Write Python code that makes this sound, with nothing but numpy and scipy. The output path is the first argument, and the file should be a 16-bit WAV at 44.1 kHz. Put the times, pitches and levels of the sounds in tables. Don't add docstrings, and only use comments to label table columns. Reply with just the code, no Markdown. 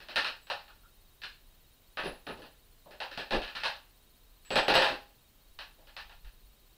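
import sys
import numpy as np
from scipy import signal
from scipy.fft import rfft, irfft, next_fast_len
from scipy.io import wavfile

SR = 44100
rng = np.random.default_rng(int(sys.argv[2]) if len(sys.argv) > 2 else 0)


def generate_wav(signal):
    frames = np.transpose(np.atleast_2d(signal))
    scaled = np.clip(frames, -1, 1) * 32767
    pcm = np.round(scaled).astype(np.int16)
    wavfile.write(sys.argv[1], SR, pcm)


N = 298546
TAIL = np.arange(int(.6 * SR)) / SR


def clatter(pinned_s=.033, shake_s=.04):
    # start in seconds, steel clack and box knock in relative dB,
    # heft from 0 (glances off the tray) to 1 (lands on the bottom).
    landings = [(0.002, -49.5, -57, 0.76), (0.085, -41.5, -48, 0.7), (0.1582, -24.5, -35, 0.53),
                (0.245, -30, -42, 0.44), (0.469, -53, -61, 0.56), (0.5, -31, -32, 0.13),
                (0.68, -55.5, -61.5, 0.18), (1.217, -44, -60, 0.26), (1.235, -38.5, -56.5, 0.52),
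                (2.859, -67, -51, 0.66), (2.909, -52, -53, 0.73), (3.0024, -36, -37, 0.29),
                (3.113, -43, -54, 0.78), (3.174, -35, -38, 0.72), (3.3072, -32, -32.5, 0.69),
                (3.3233, -33, -26.5, 0.83), (3.345, -33, -33, 0.48), (3.6339, -30, -36.5, 0),
                (3.652, -29, -33, 0), (4.449, -57.5, -79.5, 0), (4.504, -32.5, -32, .8),
                (4.5564, -22.5, -22.5, .6), (4.681, -23, -22, 0.68), (4.739, -22.5, -29.5, 0.17),
                (4.7525, -20.5, -19, 0.55), (4.785, -26, -27, 0.66), (4.82, -24, -25.5, 0.17),
                (4.866, -32.5, -30.5, 0.038), (4.9, -41, -44.5, 1), (5.588, -40.5, -50, 0),
                (5.783, -70, -59.5, 0.7), (5.871, -55, -60.5, 0.5), (5.965, -40, -49.5, 0),
                (6.095, -53, -57.5, 0.03), (6.246, -57.5, -65.5, 0.32)]
    out = np.zeros(N)
    between = np.diff([row[0] for row in landings], prepend=-np.inf, append=np.inf)
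    nearest_gaps = np.minimum(between[:-1], between[1:])
    for (s, clack_db, knock_db, heft), gap in zip(landings, nearest_gaps):
        thud_db = knock_db + np.interp(heft, (0, 1), (-29, 3.5))
        shake_db = thud_db + np.interp(heft, (0, 1), (-19.5, -13.5))
        knock_tilt = np.interp(heft, (0, 1), (8, -9.5))
        clack_tilt = 1.78 + 0.06 * (clack_db - knock_db)
        pinned = gap < pinned_s
        add(out, s, landing(clack_db, knock_db, thud_db, clack_tilt, knock_tilt, pinned))
        add(out, s, undb(shake_db) * floor_rumble(shake_s))
    return out


def landing(clack_db, knock_db, thud_db, clack_tilt, knock_tilt, pinned, lag_s=.022, second_db=-5.5):
    out = contact(clack_db, knock_db, thud_db, clack_tilt, knock_tilt)
    if not pinned:
        second_end = contact(clack_db, knock_db, thud_db, clack_tilt, knock_tilt + 5.5)
        add(out, lag_s * (1 + .15 * rng.uniform(-1, 1)), undb(second_db) * second_end)
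    return out


def contact(clack_db, knock_db, thud_db, clack_tilt, knock_tilt):
    blows = chatter()
    from_tool, from_box, from_floor = (
        signal.fftconvolve(blows, workshop())[:len(TAIL)] for _ in range(3))
    steel = undb(clack_db - 4.5) * steel_clack(from_tool, clack_db, clack_tilt)
    box = undb(knock_db - 6.5) * box_knock(from_box, knock_tilt)
    floor = undb(thud_db - 5) * floor_thud(from_floor)
    return steel + box + floor


def chatter(length_s=.02, bounce_db=-12, weaken_db=8, scatter_db=4, spread_s=.003, count=4):
    size = 4096
    blows = np.zeros(size)
    blows[0] = 1
    place = (np.arange(count) + rng.random(count)) / count
    at = (length_s * place * SR).astype(int) + 1
    rebound_db = bounce_db - weaken_db * place + scatter_db * rng.standard_normal(count)
    blows[at] += undb(rebound_db) * rng.choice([-1, 1], count)
    delay = spread_s * np.interp(np.linspace(0, 31, size // 2 + 1), np.arange(32), rng.random(32))
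    return irfft(rfft(blows) * np.exp(-2j * np.pi * np.cumsum(delay) * SR / size))


def steel_clack(blows, clack_db, tilt, ring_db=-6.5, full_blow_db=-24):
    # pitch in Hz, level in dB, time to fall 60 dB in seconds.
    steel_modes = [(1131, -4, .25), (1273, -4, .25), (1399, -3, .22), (1462, -2, .22), (1698, 0, .25),
                   (1782, 1, .24), (1997, -7, .2), (2479, -4, .22), (2549, -1, .22), (2632, -2, .22),
                   (2819, -2, .22), (3040, -4, .22), (3681, -6, .22), (3831, -6, .22), (4043, -6, .22),
                   (4225, -6, .24)]
    # frequency in Hz, level in dB.
    clack_spectrum = [(400, -19.5), (1050, -6.5), (1250, -2.5), (1530, 0), (1730, 2), (2170, -8),
                      (2650, 0.5), (3450, -7), (4150, -5), (5100, -14.5), (6000, -26), (7000, -36.5),
                      (9500, -33.5), (15000, -43.5)]
    snap_spectrum = [(4000, -55), (8000, -13.5), (10500, -0.5), (15000, 0)]
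    clack = struck(colour(blows, clack_spectrum, tilt))
    ringing = ring(steel_modes, tilt, pivot_hz=2600, scatter_db=3, detune=.003)
    snap = struck(colour(blows * fade(.12), snap_spectrum))
    snap_db = -25 + .8 * (clack_db - full_blow_db)
    return clack + undb(ring_db) * ringing + undb(snap_db) * snap


def box_knock(blows, tilt, ring_db=-2.5):
    # pitch in Hz, level in dB, time to fall 60 dB in seconds.
    box_modes = [(527, 0, .3), (565, 2, .24), (614, -2, .24), (722, -3, .32), (819, 2, .34), (897, 0, .32),
                 (956, -4, .28), (1023, -6, .28)]
    # frequency in Hz, level in dB.
    knock_spectrum = [(150, -42), (400, -7.5), (500, -4.5), (590, 1.5), (690, -1), (840, -0.5), (970, -8),
                      (1120, -8.5), (1600, -23.5), (4000, -54)]
    knock = struck(colour(blows, knock_spectrum, tilt, pivot_hz=677))
    return knock + undb(ring_db) * ring(box_modes, tilt, pivot_hz=700, scatter_db=2, detune=.0029)


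def floor_thud(blows):
    # frequency in Hz, level in dB.
    thud_spectrum = [(25, -10), (70, -18), (130, -12.5), (200, -7), (330, -5), (500, -3.5), (700, -21),
                     (1500, -30.5), (4000, -63.5)]
    return struck(colour(blows, thud_spectrum))


def ring(modes, tilt, pivot_hz, scatter_db, detune, rise_s=.0038):
    out = 0
    for hz, db, t60 in modes:
        size, shift, turn = rng.standard_normal(3)
        gain = undb(db + tilt * np.log2(hz / pivot_hz) + scatter_db * size)
        phase = 2 * np.pi * hz * (1 + detune * shift) * TAIL + np.pi * turn
        out = out + gain * fade(t60) * np.sin(phase)
    return struck(out * (1 - np.exp(-TAIL / rise_s)))


def heavy_part(weight_lag_s=.02, shake_db=-14, shake_s=.075):
    # start in seconds, steel clack and floor thud in relative dB, clack tilt in dB per octave.
    rocks = [(1.971, -32.5, -45, -3.5), (2.036, -38, -34, 0.5), (2.267, -40, -39, -1.5),
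             (2.373, -57.5, -49, 8), (2.419, -50.5, -57, 2.5)]
    # pitch in Hz, level in dB against the row's thud, decay in seconds.
    part_modes = [(10100, -29, 0.38), (13550, -39, .2)]
    out = np.zeros(N)
    for s, clack_db, thud_db, clack_tilt in rocks:
        edge = (0, clack_db, thud_db - 5.5)
        weight = (weight_lag_s, clack_db - 3.5, thud_db)
        for lag_s, steel_db, floor_db in (edge, weight):
            knock_db = (steel_db + floor_db) / 2 - .5
            add(out, s + lag_s, contact(steel_db, knock_db, floor_db, clack_tilt, knock_tilt=1.5))
        add(out, s, undb(thud_db + shake_db) * floor_rumble(shake_s))
        for hz, db, t60 in part_modes:
            add(out, s, undb(thud_db + db) * ping(hz, t60, rise_s=.026, blur=1.6))
    return out


def rummage(start_s=3.385, length_s=.25, scatter_db=2.2, count=6):
    out = np.zeros(N)
    for k in range(count):
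        touch = contact(clack_db=-38.3, knock_db=-51.5, thud_db=-58.5, clack_tilt=1.5, knock_tilt=8)
        s = start_s + length_s * (k + rng.random()) / count
        add(out, s, undb(scatter_db * rng.standard_normal()) * touch)
    return out


def loose_steel(slim_tool_hz=7840):
    # start in seconds, pitch in Hz, level in dB.
    ticks = [(0.16, 1800, -32), (0.681, 1404, -60.5), (0.832, 1380, -64), (1.234, 1635, -53.5)]
    # start in seconds, level in dB.
    nudges = [(0.421, -72), (3.174, -77), (3.32, -73), (4.447, -62), (4.508, -52), (4.62, -63), (4.74, -51)]
    out = np.zeros(N)
    for s, hz, db in ticks:
        add(out, s, undb(db) * ping(hz, t60=.16, rise_s=.014, blur=2.4))
    for s, db in nudges:
        add(out, s, undb(db) * ping(slim_tool_hz, t60=.41, rise_s=.0084, blur=.9))
    return out


def ping(hz, t60, rise_s, blur):
    tone = np.sin(2 * np.pi * hz * TAIL) * fade(t60)
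    reflections = rng.standard_normal(len(TAIL)) * fade(t60)
    echo = signal.fftconvolve(tone * fade(.046), reflections)[:len(TAIL)]
    return struck((unit(tone) + blur * unit(echo)) * (1 - np.exp(-TAIL / rise_s)))


def floor_bumps():
    # start in seconds, level in dB, rough length in seconds.
    bumps = [(3.322, -30, 0.052), (5.435, -55, 0.16), (5.962, -52.5, .2), (6.231, -43, 0.032),
             (6.418, -52, .04)]
    out = np.zeros(N)
    for s, db, length_s in bumps:
        add(out, s, undb(db) * floor_rumble(length_s))
    return out


def floor_rumble(length_s):
    # frequency in Hz, level in dB.
    rumble_spectrum = [(15, -8), (28, -2), (40, -3.5), (50, -7), (62, -20.5), (120, -35), (400, -72)]
    age = 2 * TAIL / length_s
    swell = colour(rng.standard_normal(len(TAIL)) * age * np.exp(-age), rumble_spectrum)
    return np.sqrt(2) * swell / np.abs(swell).max()


def workshop(direct=.4, hold_s=.02, t60=.26, late_db=-31, late_t60=.83, build_s=.018):
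    density = np.clip(.024 + (TAIL / build_s) ** 2, 0, 1)
    echoes = rng.standard_normal(len(TAIL)) * (rng.random(len(TAIL)) < density) / np.sqrt(density)
    echoes *= np.minimum(undb(-60 * (TAIL - hold_s) / t60), 1) + undb(late_db) * fade(late_t60)
    echoes /= np.sqrt(np.sum(echoes ** 2))
    echoes[0] = direct
    return echoes


def camera_noise(hiss_db=-61, frame_hz=15.23):
    # frequency in Hz, relative level in dB.
    hiss_spectrum = [(12, -11.5), (25, 11), (46, 3), (62, -2.5), (115, -8.5), (200, -13), (400, -15.5),
                     (800, -19.5), (2100, -23.5), (2900, -21), (4300, -23.5), (6000, -27), (15000, -26)]
    # pitch and bandwidth in Hz, level at the crest in dB, place in the
    chirps = [(3800, 130, -73, .13, .5, .9), (4250, 300, -73, .56, .36, .9), (9600, 350, -72, .38, .2, .45),
              (14150, 650, -70.5, .57, .26, 1), (13500, 300, -72, .77, .16, 1)]
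    # pitch and bandwidth in Hz, level in dB.
    tones = [(14713, 1, -77.5), (3182, 50, -86), (1023, 30, -89), (2939, 50, -90), (7850, 40, -94)]
    out = undb(hiss_db) * unit(colour(rng.standard_normal(N), hiss_spectrum))
    for hz, width_hz, db, place, share, chance in chirps:
        frame, within = np.divmod(np.arange(N) / SR * frame_hz - place + .5, 1)
        sounding = rng.random(int(N / SR * frame_hz) + 2)[frame.astype(int)] < chance
        pulse = np.cos(np.pi / 2 * np.clip((within - .5) / share, -1, 1)) ** 2
        out += undb(db) * jittering_tone(hz, width_hz) * pulse * sounding
    for hz, width_hz, db in tones:
        out += undb(db) * jittering_tone(hz, width_hz)
    return out


def jittering_tone(hz, width_hz):
    n = next_fast_len(N)
    band = np.exp(-2 * ((np.arange(n) * SR / n - hz) / width_hz) ** 2)
    noise = np.fft.ifft(band * np.exp(2j * np.pi * rng.random(n)))[:N]
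    return unit(np.cos(np.angle(noise)))


def colour(x, points, tilt=0, pivot_hz=2600):
    n = 2 * next_fast_len(len(x) // 2 + 2048)
    octave = np.log2(np.maximum(np.arange(n // 2 + 1) * SR / n, 1))
    hz, db = np.transpose(points)
    db = np.interp(octave, np.log2(hz), db) + tilt * np.clip(octave - np.log2(pivot_hz), -1, 1)
    cepstrum = irfft(np.log(undb(db)))
    cepstrum[1:n // 2] *= 2
    cepstrum[n // 2 + 1:] = 0
    return irfft(rfft(x, n) * np.exp(rfft(cepstrum)))[:len(x)]


def fade(t60):
    return undb(-60 * TAIL / t60)


def undb(db):
    return 10 ** (np.asarray(db) / 20)


def unit(x):
    return x / np.sqrt(np.mean(x ** 2))


def struck(x):
    return x / np.sqrt(np.mean(x[:int(.03 * SR)] ** 2))


def add(out, s, x):
    i = max(int(s * SR), 0)
    out[i:i + len(x)] += x[:max(len(out) - i, 0)]


def scene():
    return (camera_noise() + clatter() + rummage() + heavy_part() + loose_steel() + floor_bumps())[None]


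def record(dry):
    top_hz = 15650
    return signal.sosfilt(signal.ellip(10, .2, 80, top_hz, fs=SR, output="sos"), dry)


dry = scene()
out = record(dry)
generate_wav(out)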